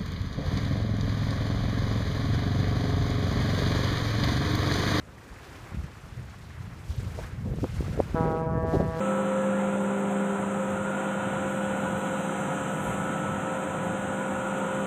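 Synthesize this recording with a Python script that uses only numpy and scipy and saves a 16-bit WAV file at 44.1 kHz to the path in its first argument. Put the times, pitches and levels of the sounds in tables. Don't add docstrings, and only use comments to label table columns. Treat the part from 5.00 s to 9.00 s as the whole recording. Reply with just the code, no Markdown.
import sys
import numpy as np
from scipy import signal
from scipy.fft import rfft, irfft
from scipy.io import wavfile
from scipy.ndimage import uniform_filter1d

SR = 44100
rng = np.random.default_rng(int(sys.argv[2]) if len(sys.argv) > 2 else 0)


def to_wav(sig):
    pcm = np.clip(np.atleast_2d(sig), -1, 1) * 32767
    pcm = np.round(pcm).astype(np.int16)
    wavfile.write(sys.argv[1], SR, pcm.T)


N = 176400

# (time [s], pitch [Hz])
HORN_PITCH = [(3.145, 166), (3.17, 162.7), (3.21, 161.6), (3.31, 160.5), (3.43, 161.8), (3.62, 162.25),
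              (4.0, 162.6)]
# (time [s], level [dB])
HORN_LEVEL = [(3.17, -33), (3.3, -35.5), (3.56, -37.5), (3.73, -38), (3.87, -41), (4.0, -39.5)]
# (multiple of the pitch, level [dB])
HORN_OPENING = [(1, -2), (2, -9), (3, 1), (4, -2), (5, -2), (6, -2), (7, -7.5), (8, -8.5), (9, -15),
                (10, -19), (11, -26), (14, -36), (20, -46)]
# (multiple of the pitch, level [dB])
HORN_SETTLED = [(1, 1.5), (2, -8), (3, 0), (4, 1), (5, -5.5), (6, -4.5), (7, -5.5), (8, -13), (9, -18),
                (10, -13.5), (11, -14), (12, -21), (14, -35), (20, -46)]
# (time [s], half length [s], centre [Hz], half width [Hz], depth [dB])
OVERTONE_FADES = [(3.36, .05, 970, 70, 5), (3.455, .022, 810, 70, 9), (3.472, .022, 1135, 80, 17),
                  (3.444, .02, 1370, 130, 25), (3.525, .028, 1690, 130, 11), (3.605, .025, 1460, 70, 18),
                  (3.635, .022, 1295, 70, 17), (3.55, .12, 1940, 130, 10)]
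HORN_START_S, HORN_ATTACK_S = 3.141, .026
SETTLE_FROM_S, SETTLE_TO_S = 3.48, 3.53
SHIMMER_DB, SHIMMER_DB_PER_KHZ, SHIMMER_RATE_HZ = .8, .6, 16
HORN_SKEW_RAD, HORN_WAVER_RAD_PER_KHZ = .75, .16

# (time [s], level [dB])
GUST_LEVEL = [(0, -46), (.26, -53), (.32, -42.5), (.4, -50), (.66, -45), (.8, -34), (.92, -48), (1.1, -43),
              (1.21, -35.5), (1.31, -45), (1.46, -44), (1.65, -39), (1.8, -43), (2.0, -35.5), (2.24, -36.5),
              (2.28, -39), (2.48, -29.5), (2.69, -33.5), (2.92, -31.5), (3.08, -35), (3.18, -34),
              (3.42, -39), (3.6, -30), (3.77, -33.5), (3.88, -32), (4.0, -43)]
# (frequency [Hz], level in each Hz [dB])
RUMBLE_SPECTRUM = [(28, -15), (45, -1.5), (65, 1.5), (100, 1.5), (160, -5.5), (220, -12.5), (300, -34),
                   (500, -51), (1000, -64.5)]
# (time [s], level [dB])
FLUTTER_LEVEL = [(0, -53), (1.8, -71), (2.02, -43.5), (2.3, -67), (2.47, -39), (2.58, -41.5), (2.7, -50),
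                 (2.9, -45), (2.98, -39), (3.06, -51.5), (3.2, -29.5), (3.32, -27.5), (3.4, -35),
                 (3.52, -31), (3.7, -37.5), (3.84, -27.5), (3.9, -41)]
# (frequency [Hz], level in each Hz [dB])
FLUTTER_SPECTRUM = [(70, -9.5), (150, 3.5), (220, -3.5), (320, -8), (500, -7), (700, -19.5), (1000, -28),
                    (3000, -68)]
EDDY_RATE_HZ, RUMBLE_SWING_DB, FLUTTER_SWING_DB = 45, 2.5, 3.3

# (time [s], peak level [dB], frequency [Hz])
BUFFETS = [(.775, -30, 155), (.8, -28, 70), (.845, -30, 150), (2.74, -25, 70), (1.61, -30, 120),
           (1.904, -23, 75), (1.99, -21, 100), (2.03, -25, 94), (2.073, -25, 94), (2.462, -24, 200),
           (2.8, -22, 60), (2.862, -25, 90)]
BUFFET_CYCLES = 0.7
# (time [s], half length [s], level [dB], centre [Hz])
FLURRIES = [(2.193, .01, -36, 534), (2.24, 0.0092, -47, 1450), (2.643, 0.0085, -26, 282),
            (2.828, 0.0026, -34, 395), (2.999, 0.0068, -24, 333), (3.253, 0.0052, -34.5, 447),
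            (3.648, 0.0084, -31.5, 405), (3.748, 0.012, -22.5, 390), (3.806, 0.0091, -28, 416),
            (3.836, 0.0041, -32, 377)]
FLURRY_WIDTH_OCT, FLURRY_SLOPE_DB = 0.89, 26.5
# (time [s], level [dB], half width [ms])
THUMPS = [(.7475, -28, 1.1), (2.538, -27, .6), (2.587, -28, .6), (2.633, -20, .9), (2.643, -23, .27),
          (2.808, -20, .75), (2.882, -27, .55), (2.9773, -24, .47), (3.0025, -10, .42), (3.1468, -16, .9),
          (3.2095, -16, 1.0), (3.5555, -20, 1.0), (3.736, -20, .45), (3.7713, -15, 1.4),
          (3.8028, -14.5, .55), (3.8078, -17, .45)]
SUCTION = .35
SNAP_DB, SNAP_SHARE = -19, .33

# (frequency [Hz], level in each Hz [dB])
SEA_SPECTRUM = [(100, -14), (280, 7.5), (420, 4), (600, 1), (1000, 1), (1500, 0.5), (2200, -4), (3200, -14),
                (14000, -33.5)]
# (time [s], level [dB])
SEA_LEVEL = [(0, -54), (.55, -48), (1.0, -52), (2.0, -50.5), (2.23, -45.5), (2.45, -54), (2.95, -46),
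             (3.3, -46.5), (3.6, -58.5), (4.0, -46)]
# (frequency [Hz], level in each Hz [dB])
HISS_SPECTRUM = [(500, -8.5), (1500, -5), (2500, 4.5), (3500, 2.5), (5000, 0.5), (7000, -1.5), (9500, -6.5),
                 (12000, -9.5), (15000, -13)]
# (time [s], level [dB])
HISS_LEVEL = [(0, -66), (.5, -56.5), (.9, -60.5), (1.83, -61), (1.9, -54), (2.1, -56.5), (2.23, -53.5),
              (2.33, -63), (2.52, -62), (2.61, -55), (2.85, -53.5), (3.2, -60), (3.37, -63.5),
              (3.44, -68.5), (3.66, -66.5), (3.685, -57), (3.74, -52), (3.82, -58.5), (3.94, -60),
              (4.0, -50.5)]
TICK_COUNT, TICK_LOW_HZ, TICK_HIGH_HZ = 90, 2500, 13000
TICK_DB, TICK_SPREAD_DB, TICK_RISE_MS = 4, 3.7, .16

LOW_CUT_HZ, TOP_HZ = 32, 15300


def undb(db):
    return 10 ** (np.asarray(db) / 20)


def unit(x):
    return x / np.sqrt(np.mean(x ** 2) + 1e-18)


def curve(rows, at):
    return np.interp(at, *np.array(rows, float).T)


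def bins():
    return np.log2(np.maximum(np.arange(N // 2 + 1) * SR / N, 1))


def colour(x, spectrum):
    hz, db = np.array(spectrum, float).T
    gain = undb(np.interp(bins(), np.log2(hz), db))
    return unit(irfft(rfft(x) * gain, N))


def walk(rate):
    slow_part = np.exp(-(2 ** bins() / rate) ** 2)
    return unit(irfft(rfft(rng.standard_normal(N)) * slow_part, N))


def steady(x, span_s):
    span = int(span_s * SR)
    power = uniform_filter1d(uniform_filter1d(x ** 2, span), span)
    return x / np.sqrt(power + 1e-9)


def horn(t):
    pitch = curve(HORN_PITCH, t)
    phase = 2 * np.pi * np.cumsum(pitch) / SR
    settled = np.clip((t - SETTLE_FROM_S) / (SETTLE_TO_S - SETTLE_FROM_S), 0, 1)
    fades = []
    for at, half, centre, width, depth in OVERTONE_FADES:
        dip = depth * np.exp(-abs((t - at) / half) ** 3)
        fades.append((dip, centre, width))
    pulses = np.zeros(N)
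    for k in range(1, 21):
        hz = k * pitch[-1]
        khz = hz / 10 ** 3
        db = (1 - settled) * curve(HORN_OPENING, k) + settled * curve(HORN_SETTLED, k)
        db -= sum(dip * np.exp(-((hz - centre) / width) ** 2) for dip, centre, width in fades)
        db += (SHIMMER_DB + SHIMMER_DB_PER_KHZ * khz) * walk(SHIMMER_RATE_HZ)
        waver = HORN_WAVER_RAD_PER_KHZ * khz * walk(SHIMMER_RATE_HZ)
        pulses -= undb(db) * np.cos(k * phase + HORN_SKEW_RAD + waver)
    attack = np.clip((t - HORN_START_S) / HORN_ATTACK_S, 0, 1)
    return np.sqrt(2) * pulses * attack * undb(curve(HORN_LEVEL, t))


def buffeting(t):
    eddies = walk(EDDY_RATE_HZ)
    rumble = colour(rng.standard_normal(N), RUMBLE_SPECTRUM) * undb(RUMBLE_SWING_DB * eddies)
    flutter = colour(rng.standard_normal(N), FLUTTER_SPECTRUM) * undb(FLUTTER_SWING_DB * eddies)
    rumble = steady(rumble, span_s=0.078)
    flutter = steady(flutter, span_s=0.051)
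    return rumble * undb(curve(GUST_LEVEL, t)) + flutter * undb(curve(FLUTTER_LEVEL, t))


def buffets(t):
    out = np.zeros(N)
    for (at, db, hz), turn in zip(BUFFETS, rng.random(len(BUFFETS))):
        cycles = (t - at) * hz
        swell = np.exp(-.5 * (cycles / BUFFET_CYCLES) ** 2)
        out += undb(db) * swell * np.cos(2 * np.pi * (cycles + turn))
    return out


def flurries(t):
    out, octaves = np.zeros(N), bins()
    for at, half, db, hz in FLURRIES:
        shape = undb(-FLURRY_SLOPE_DB * np.hypot(octaves - np.log2(hz), FLURRY_WIDTH_OCT))
        noise = unit(irfft(rfft(rng.standard_normal(N)) * shape, N))
        burst = np.exp(-.5 * ((t - at) / half) ** 2)
        out += undb(db) * steady(noise, span_s=0.028) * burst
    return out


def eddy(u):
    return -(u + SUCTION) * np.exp(.5 * (1 - u ** 2))


def thumps(t):
    out = np.zeros(N)
    for at, db, half_ms in THUMPS:
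        u = (t - at) * 10 ** 3 / half_ms
        snap = undb(SNAP_DB) * eddy(u / SNAP_SHARE)
        out += undb(db) * (eddy(u) + snap)
    return out


def wash(spectrum, flicker_db, rate):
    noise, octaves = rfft(rng.standard_normal(N)), bins()
    mixed = np.zeros(N)
    for k in range(6, 15):
        band = irfft(noise * np.maximum(1 - abs(octaves - k), 0), N)
        mixed += band * undb(flicker_db * walk(rate))
    return colour(mixed, spectrum)


def sea(t):
    return wash(SEA_SPECTRUM, flicker_db=2.2, rate=31) * undb(curve(SEA_LEVEL, t))


def hiss(t):
    air = wash(HISS_SPECTRUM, flicker_db=1.95, rate=53)
    return (air + ticks(t)) * undb(curve(HISS_LEVEL, t))


def ticks(t):
    out, age = np.zeros(N), t[:N // 400]
    for when, pitch, size in rng.random((TICK_COUNT, 3)):
        hz = TICK_LOW_HZ * (TICK_HIGH_HZ / TICK_LOW_HZ) ** pitch
        db = TICK_DB - TICK_SPREAD_DB * np.log(max(size, np.exp(-3)))
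        u = age * 10 ** 3 / TICK_RISE_MS
        start = int(when * (N - len(age)))
        tick = u * np.exp(1 - u) * np.sin(2 * np.pi * hz * age)
        out[start:start + len(age)] += undb(db) * tick
    return out


def scene():
    t = np.arange(N) / SR
    wind_on_microphone = buffeting(t) + buffets(t) + flurries(t) + thumps(t)
    return (horn(t) + wind_on_microphone + sea(t) + hiss(t))[None]


def record(dry):
    low_cut = signal.butter(2, LOW_CUT_HZ, "high", fs=SR, output="sos")
    top_cut = signal.ellip(12, .1, 80, TOP_HZ, fs=SR, output="sos")
    thinned = signal.sosfiltfilt(low_cut, dry)
    return signal.sosfilt(top_cut, thinned)


dry = scene()
out = record(dry)
to_wav(out)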